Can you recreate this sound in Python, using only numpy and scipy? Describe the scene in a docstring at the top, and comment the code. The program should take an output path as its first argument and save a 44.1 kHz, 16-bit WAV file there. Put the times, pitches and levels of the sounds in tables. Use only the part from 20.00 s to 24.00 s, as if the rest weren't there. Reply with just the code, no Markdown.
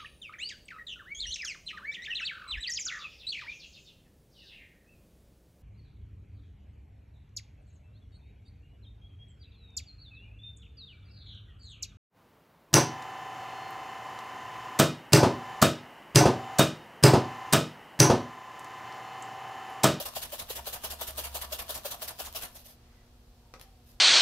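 """Herb jar shaken over a pot

Dried flakes in a plastic jar, six shakes a second: they hit the lid with a hiss and a hollow
chuff, fly back against the base and slide along the wall. They settle as the hand turns the
jar upright. It is set down with a few taps, over a faint whirr and a low kitchen hum."""
import sys
import numpy as np
from scipy import signal
from scipy.fft import rfft, irfft
from scipy.io import wavfile
from scipy.ndimage import uniform_filter1d

SR = 44100
rng = np.random.default_rng(int(sys.argv[2]) if len(sys.argv) > 2 else 0)


def output_pcm(signal):
    """Save a mono or channel-first signal as 16-bit PCM at the path in sys.argv[1].

    Samples are clipped to [-1, 1] before scaling.
    """
    pcm = np.clip(np.atleast_2d(signal).T, -1, 1) * 32767
    wavfile.write(sys.argv[1], SR, np.round(pcm).astype(np.int16))


N = 176400
T = np.arange(N) / SR

# flakes landing on the lid, on the base, settling: t/s, level/dB, spread/s
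LID_HITS = [(.006, -34.5, 0.0095), (.166, -33, 0.0072), (0.336, -36, 0.0076), (.506, -34.5, 0.0057),
            (0.674, -33.5, 0.0052), (0.847, -32.5, 0.0055), (1.018, -32, 0.0055), (1.186, -32, 0.0068),
            (1.357, -33.5, 0.0082), (1.529, -31, 0.0044), (1.701, -33.5, .0066), (1.859, -32.5, 0.0046),
            (2.026, -33.5, 0.0052), (2.203, -35.5, 0.0067), (2.363, -34.5, 0.0071)]
BASE_HITS = [(.063, -34, 0.0058), (.23, -36, 0.0078), (.399, -36, 0.0065), (0.567, -37, 0.0092),
             (0.739, -35, .0069), (.914, -36.5, 0.0078), (1.083, -36.5, 0.0082), (1.25, -35.5, 0.0076),
             (1.423, -34.5, 0.006), (1.598, -34.5, 0.0067), (1.756, -36, 0.0079), (1.918, -35.5, 0.0066),
             (2.086, -36.5, 0.0055), (2.259, -40, .0087), (2.43, -37.5, 0.01)]
SETTLING = [(2.327, -43, 0.00075), (2.565, -45.5, 0.0076), (2.596, -55.5, 0.016), (2.663, -50.5, 0.0082),
            (2.705, -53, 0.016), (3.627, -61, 0.0088), (3.899, -62, 0.023)]
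# clumps thudding on the plastic: t/s, level/dB, f/Hz, spread/s
CHUFFS = [(.01, -40, 575, 0.0058), (0.171, -34, 633.3, 0.0027), (0.336, -38.5, 593.4, 0.0045),
          (.345, -41.5, 604, 0.0015), (0.507, -36.5, 496, 0.0023), (0.597, -43.5, 950, 0.003),
          (0.678, -42, 650, 0.0019), (0.849, -41, 611, 0.0046), (1.019, -35.5, 570, 0.0022),
          (1.189, -41, 670, 0.0047), (1.356, -42, 628.5, 0.0025), (1.435, -48.5, 623, .006),
          (1.53, -38.5, 648, 0.005), (1.702, -42.5, 608, 0.0041), (1.859, -35.5, 586, 0.0039),
          (2.028, -42, 657, 0.0034), (2.208, -36.5, 615.6, 0.0016), (2.355, -43.5, 646, 0.0031),
          (2.369, -45.5, 639.5, 0.0021), (2.557, -56, 618, 0.0026)]
# jar meeting the counter: t/s, knock level/dB, click level/dB
TAPS = [(3.5388, -47, -66), (3.5969, -58, -54), (3.6132, -73, -46.5)]
# envelopes of flakes in flight and of the low drone: t/s, level/dB
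TRICKLE_LEVEL = [(0, -57.5), (1.3, -57.5), (2.1, -59.5), (2.48, -64), (2.54, -60), (2.6, -59), (2.72, -89),
                 (2.8, -78)]
DRONE_LEVEL = [(0, -64.5), (.52, -60), (.61, -47.5), (.67, -67), (.75, -53), (.81, -62), (.9, -50),
               (1.02, -58.5), (1.17, -46.5), (1.52, -50.5), (1.67, -61), (1.76, -53), (1.85, -78.5),
               (2.08, -57), (2.15, -59.5), (2.32, -58), (2.4, -64), (2.8, -70)]
# grip squeak, sinking whirr: t/s, f/Hz, level/dB
SQUEAK_GLIDE = [(2.86, 2120, -91), (2.99, 1990, -72), (3.06, 1980, -94)]
WHIRR_GLIDE = [(3.38, 970, -87), (3.46, 943, -74), (3.6, 820, -71), (3.68, 775, -68), (3.82, 735, -76),
               (3.92, 727, -92)]
# source spectra: f/Hz, relative level/dB
LID_EQ = [(100, -9), (280, -6.5), (480, 4), (950, 4), (1400, 0), (2150, -7), (2900, 4.5), (5500, 0),
          (7500, -2.5), (10000, 0.5), (13100, 6), (14000, 1), (15500, 1.5)]
THUD_EQ = [(150, -20.5), (420, -6.5), (950, 3), (1400, -5), (5000, -30)]
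BASE_EQ = [(100, -62), (350, -7), (600, 0), (1200, -2.5), (2150, -2), (3000, 2), (5500, -1), (7500, -3),
           (10000, 0), (13100, 4.5), (14000, -1), (15500, -6)]
SLIDE_EQ = [(100, 2), (180, -4.5), (300, -7.5), (480, -6), (690, 7.5), (800, 1), (950, 4), (1350, -1.5),
            (1750, -10), (2200, -11), (5000, -17)]
STEM_EQ = [(200, -31.5), (700, -2.5), (1200, 0), (2100, -6.5), (3200, 0), (5500, -5.5), (8000, -6.5),
           (12500, -5), (15500, -3.5)]
LOOSE_EQ = [(100, -5), (350, -11), (620, 5), (1200, -2), (2150, -3), (3300, 2.5), (5500, 3), (7500, -3),
            (10000, 0.5), (13300, 8.5), (15500, -5.5)]
KNOCK_EQ = [(80, -16), (350, -5), (2000, 2.5), (2500, -2), (5600, -4), (7500, -11.5), (15000, -27)]
CLICK_EQ = [(1000, -2), (5000, 0), (7500, -3), (11500, 3.5), (16000, -9)]
RUB_EQ = [(300, -10), (1250, 3), (6000, -7), (15000, -40)]
AIR_EQ = [(12, -35), (22, -7.5), (45, 0), (70, -2.5), (100, -9), (160, -17.5), (215, -16.5), (300, -22.5),
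          (450, -23), (740, -24), (950, -27), (2100, -34), (2600, -32.5), (4500, -31.5), (7000, -37),
          (16000, -42.5)]
# plastic wall resonances: f/Hz, added gain
WALL_MODES = [(940, 0.11), (1750, 0.98), (2800, 0.31), (3940, 0.22), (5530, 0.34), (6680, 0.78)]
# ring of the knocked jar: f/Hz, level/dB re knock, t60/s
JAR_MODES = [(538, -3, 0.057), (770, -4.5, 0.053), (1160, -4, .05), (1270, -4, .08), (1950, -12, .06)]
# appliance hum lines: f/Hz, level/dB
HUM_LINES = [(120, -69), (240, -69.5), (360, -78.5), (480, -78), (720, -79.5)]
# room decay: f/Hz, t60/s
ROOM_T60 = [(200, 0.51), (1000, 0.32), (4000, 0.3), (14000, 0.17)]
# left-right likeness: f/Hz, coherence 0-1
COHERENCE = [(100, 1), (600, 0.79), (1200, 0.44), (2500, 0.12), (5000, 0)]

LEFT_LEAD_S, HISS_PAN_DB = 0.000091, 0.33
FLAKES_PER_S = 40000


def flake_hiss(hits, eq, late_db, late_lag_s, late_spread_s):
    """The mass of flakes lands on one end of the jar, stragglers behind it."""
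    power = np.zeros(N)
    for t_s, db, spread_s in hits:
        stragglers = amp(late_db) ** 2 * bell(t_s + late_lag_s, late_spread_s)
        power += amp(db) ** 2 * (landing(t_s, spread_s) + stragglers)
    grains = impacts(power, FLAKES_PER_S, scatter_db=3)
    return stereo(colour(grains, eq), HISS_PAN_DB, LEFT_LEAD_S)


def landing(t_s, spread_s, steepness=3.16):
    """Power of one landing: steep front, softer back."""
    u = (T - t_s) / spread_s
    front = np.minimum(abs(u) / 1.05, 9) ** steepness
    return np.exp(-.5 * np.where(u < 0, front, u ** 2))


def impacts(power, peak_per_s, scatter_db=0):
    """Tiny impacts of random size, more and harder as the power rises."""
    chance = np.clip(peak_per_s / SR * (power / power.max()) ** .3, 1e-6, 1)
    size = unit(amp(scatter_db * np.minimum(rng.exponential(1, N), 5)))
    struck = rng.random(N) < chance
    return struck * size * np.sqrt(power / chance) * rng.standard_normal((2, N))


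def lid_chuff(waver=.1, thud_db=-9.5, pan_db=1.5):
    """Each clump drums the jar's hollow resonance for a few cycles, over a broad thud."""
    tone, total_power = np.zeros((2, N))
    clock_s = np.cumsum(1 + waver * wander(samples=100)) / SR
    for t_s, db, hz, spread_s in CHUFFS:
        power = amp(db) ** 2 * bell(t_s, spread_s)
        tone += np.sqrt(2 * power) * np.sin(2 * np.pi * (hz * clock_s + rng.random()))
        total_power += power
    thud = stereo(colour(impacts(total_power, FLAKES_PER_S), THUD_EQ), pan_db, LEFT_LEAD_S)
    delayed = np.interp(T - LEFT_LEAD_S, T, tone)
    return amp(thud_db) * thud + np.array([tone * amp(pan_db), delayed * amp(-pan_db)])


def wall_slide(gain_db=-9, lag_s=0.016, spread_s=0.01):
    """After falling back, the flakes patter along the wall."""
    power = sum(amp(db + gain_db) ** 2 * bell(t_s + lag_s, spread_s) for t_s, db, _ in BASE_HITS)
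    patter = impacts(power, peak_per_s=6000, scatter_db=1.5)
    return stereo(colour(patter, SLIDE_EQ), pan_db=-0.9, lead_s=LEFT_LEAD_S)


def stems(gain_db=-10):
    """Coarse bits of stem tick in every landing."""
    power = sum(amp(db) ** 2 * bell(t_s + spread_s / 2, 2.51 * spread_s)
                for t_s, db, spread_s in LID_HITS + BASE_HITS)
    ticks = impacts(power, peak_per_s=2600, scatter_db=2.5)
    return amp(gain_db) * stereo(colour(ticks, STEM_EQ), HISS_PAN_DB, LEFT_LEAD_S)


def loose_flakes():
    """Strays tick between strokes and slide down as the jar tilts."""
    trickle = envelope(TRICKLE_LEVEL) ** 2
    settling = sum(amp(db) ** 2 * bell(t_s, spread_s) for t_s, db, spread_s in SETTLING)
    return stereo(colour(impacts(trickle + settling, peak_per_s=15000), LOOSE_EQ))


def wall_ring(x, width_hz=32):
    """The thin plastic adds short rings to the rattle."""
    return x + sum(gain * signal.lfilter(*signal.iirpeak(hz, hz / width_hz, SR), x)
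                   for hz, gain in WALL_MODES)


def flicker(x, depth_db=2):
    """The colour flickers in random patches, about 26 ms by 700 Hz."""
    frames = dict(nperseg=256, noverlap=192)
    spectra = signal.stft(x, **frames)[2]
    patches = rng.standard_normal(spectra[0].T.shape)
    patches = uniform_filter1d(patches, size=18, axis=0)  # time
    patches = uniform_filter1d(patches, size=4, axis=1)  # frequency
    gain = unit(amp(depth_db * unit(patches).T))
    return signal.istft(spectra * gain, **frames)[1][:, :N]


def set_down(snap_db=9.5, snap_s=0.00031, knock_decay_s=0.005, click_decay_s=0.0036, room_db=-3.5):
    """A dull knock on the counter, then sharper clicks as the jar rocks flat."""
    knocks, clicks, ring = np.zeros((3, 2, N))
    for t_s, knock_db, click_db in TAPS:
        age_s = np.maximum(T - t_s, 0)
        noise = rng.choice([-1, 1], (2, N)) * (T >= t_s)
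        snap = amp(snap_db) * np.exp(-age_s / snap_s)  # first contact
        knocks += amp(knock_db) * noise * (snap + np.exp(-age_s / knock_decay_s))
        clicks += amp(click_db) * noise * (snap + np.exp(-age_s / click_decay_s))
        for hz, db, t60_s in JAR_MODES:
            fall_db = 60 * np.minimum(age_s / t60_s, 3)
            ring += amp(knock_db + db - fall_db) * np.sin(2 * np.pi * hz * age_s)
    taps = stereo(colour(knocks, KNOCK_EQ) + colour(clicks, CLICK_EQ), pan_db=2.0) + ring
    return taps + amp(room_db) * room(taps)


def grip(rub_db=-69.5):
    """Skin rubs and faintly squeaks on the turning jar."""
    friction = rng.standard_normal((2, N)) * np.sqrt(bell(t_s=2.91, spread_s=0.1))
    rub = amp(rub_db) * stereo(colour(friction, RUB_EQ))
    return rub + noise_glide(SQUEAK_GLIDE, width_hz=150)


def whirr():
    """A faint whirr sinks in pitch around the set-down."""
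    return noise_glide(WHIRR_GLIDE, width_hz=28)


def room(x, density=.1, predelay_s=.004):
    """Sparse reflections, each band dying at its own rate."""
    n = SR // 2
    echoes = rng.standard_normal((2, n)) * (rng.random((2, n)) < density) * (T[:n] > predelay_s)
    hz, t_s, spectra = signal.stft(echoes, SR, nperseg=256)
    decay = amp(-60 * t_s / at_hz(ROOM_T60, hz)[:, None])
    tail = signal.istft(spectra * decay, SR, nperseg=256)[1]
    return stereo(signal.fftconvolve(x, tail / np.linalg.norm(tail[0]), axes=1)[:, :N])


def kitchen(air_db=-58, drone_hz=68.8, wander_hz=0.93):
    """Room rumble and air, appliance hum, a wavering low drone."""
    air = amp(air_db) * stereo(colour(rng.standard_normal((2, N)), AIR_EQ, size=16384))
    hum = sum(amp(db) * np.sqrt(2) * np.sin(2 * np.pi * (hz * T + rng.random()))
              for hz, db in HUM_LINES)
    pitch_hz = drone_hz + wander_hz * wander(samples=3000)
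    drone = np.sqrt(2) * np.sin(2 * np.pi * np.cumsum(pitch_hz) / SR)
    return air + hum + drone * envelope(DRONE_LEVEL)


def amp(db):
    """dB to gain."""
    return 10 ** (np.asarray(db) / 20)


def unit(x):
    """Scale to rms 1."""
    return x / np.sqrt(np.mean(x ** 2) + 1e-20)


def wander(samples):
    """Smoothed noise, rms 1."""
    return unit(uniform_filter1d(rng.standard_normal(N), size=samples))


def bell(t_s, spread_s):
    """Gaussian pulse, peak 1."""
    return np.exp(-.5 * ((T - t_s) / spread_s) ** 2)


def envelope(table):
    """Gain over time from a level table."""
    return amp(np.interp(T, *np.transpose(table)))


def at_hz(table, hz):
    """Table lookup on a log-frequency axis."""
    knots_hz, values = np.transpose(table)
    return np.interp(np.log(hz + 1), np.log(knots_hz + 1), values)


def colour(x, eq, size=4096):
    """Minimum-phase filter of energy 1."""
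    log_gain = np.log(amp(at_hz(eq, abs(np.fft.fftfreq(size, 1 / SR)))))
    fir = np.fft.ifft(np.exp(np.conj(signal.hilbert(log_gain)))).real[:size // 2]
    return signal.oaconvolve(x, fir[None] / np.linalg.norm(fir), axes=1)[:, :N]


def noise_glide(glide, width_hz):
    """Narrow noise band following a pitch and level curve."""
    t_s, hz, db = np.transpose(glide)
    i, q = signal.lfilter(*signal.butter(2, width_hz / 2, fs=SR), rng.standard_normal((2, N)))
    phase = 2 * np.pi * np.cumsum(np.interp(T, t_s, hz)) / SR
    gain = amp(np.interp(T, t_s, db, left=-np.inf, right=-np.inf))
    return unit(i * np.cos(phase) + q * np.sin(phase)) * gain


def stereo(x, pan_db=0, lead_s=0):
    """Channels alike in the bass, unrelated in the treble; left ahead by lead_s."""
    hz = np.fft.rfftfreq(N, 1 / SR)
    left, other = rfft(x)
    coherence = np.clip(at_hz(COHERENCE, hz), 0, 1)
    right = coherence * left + np.sqrt(1 - coherence ** 2) * other
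    right *= np.exp(-2j * np.pi * hz * lead_s)
    return irfft(np.array([left * amp(pan_db), right * amp(-pan_db)]), N)


def scene():
    """The jar close by, in a small kitchen."""
    lid = flake_hiss(LID_HITS, LID_EQ, late_db=-5, late_lag_s=0.012, late_spread_s=0.011)
    base = flake_hiss(BASE_HITS, BASE_EQ, late_db=-6.5, late_lag_s=0.025, late_spread_s=0.0037)
    rattle = flicker(wall_ring(lid + base + wall_slide() + stems() + loose_flakes()))
    chuff = lid_chuff()
    reverb = room(amp(-10.5) * rattle + amp(-18) * chuff)
    return rattle + chuff + reverb + grip() + set_down() + whirr() + kitchen()


def record(dry):
    """Low-pass at 15.7 kHz."""
    lowpass = signal.firwin(401, 15700, window=("kaiser", 8), fs=SR)
    return signal.oaconvolve(dry, lowpass[None], "same")


dry = scene()
out = record(dry)
output_pcm(out)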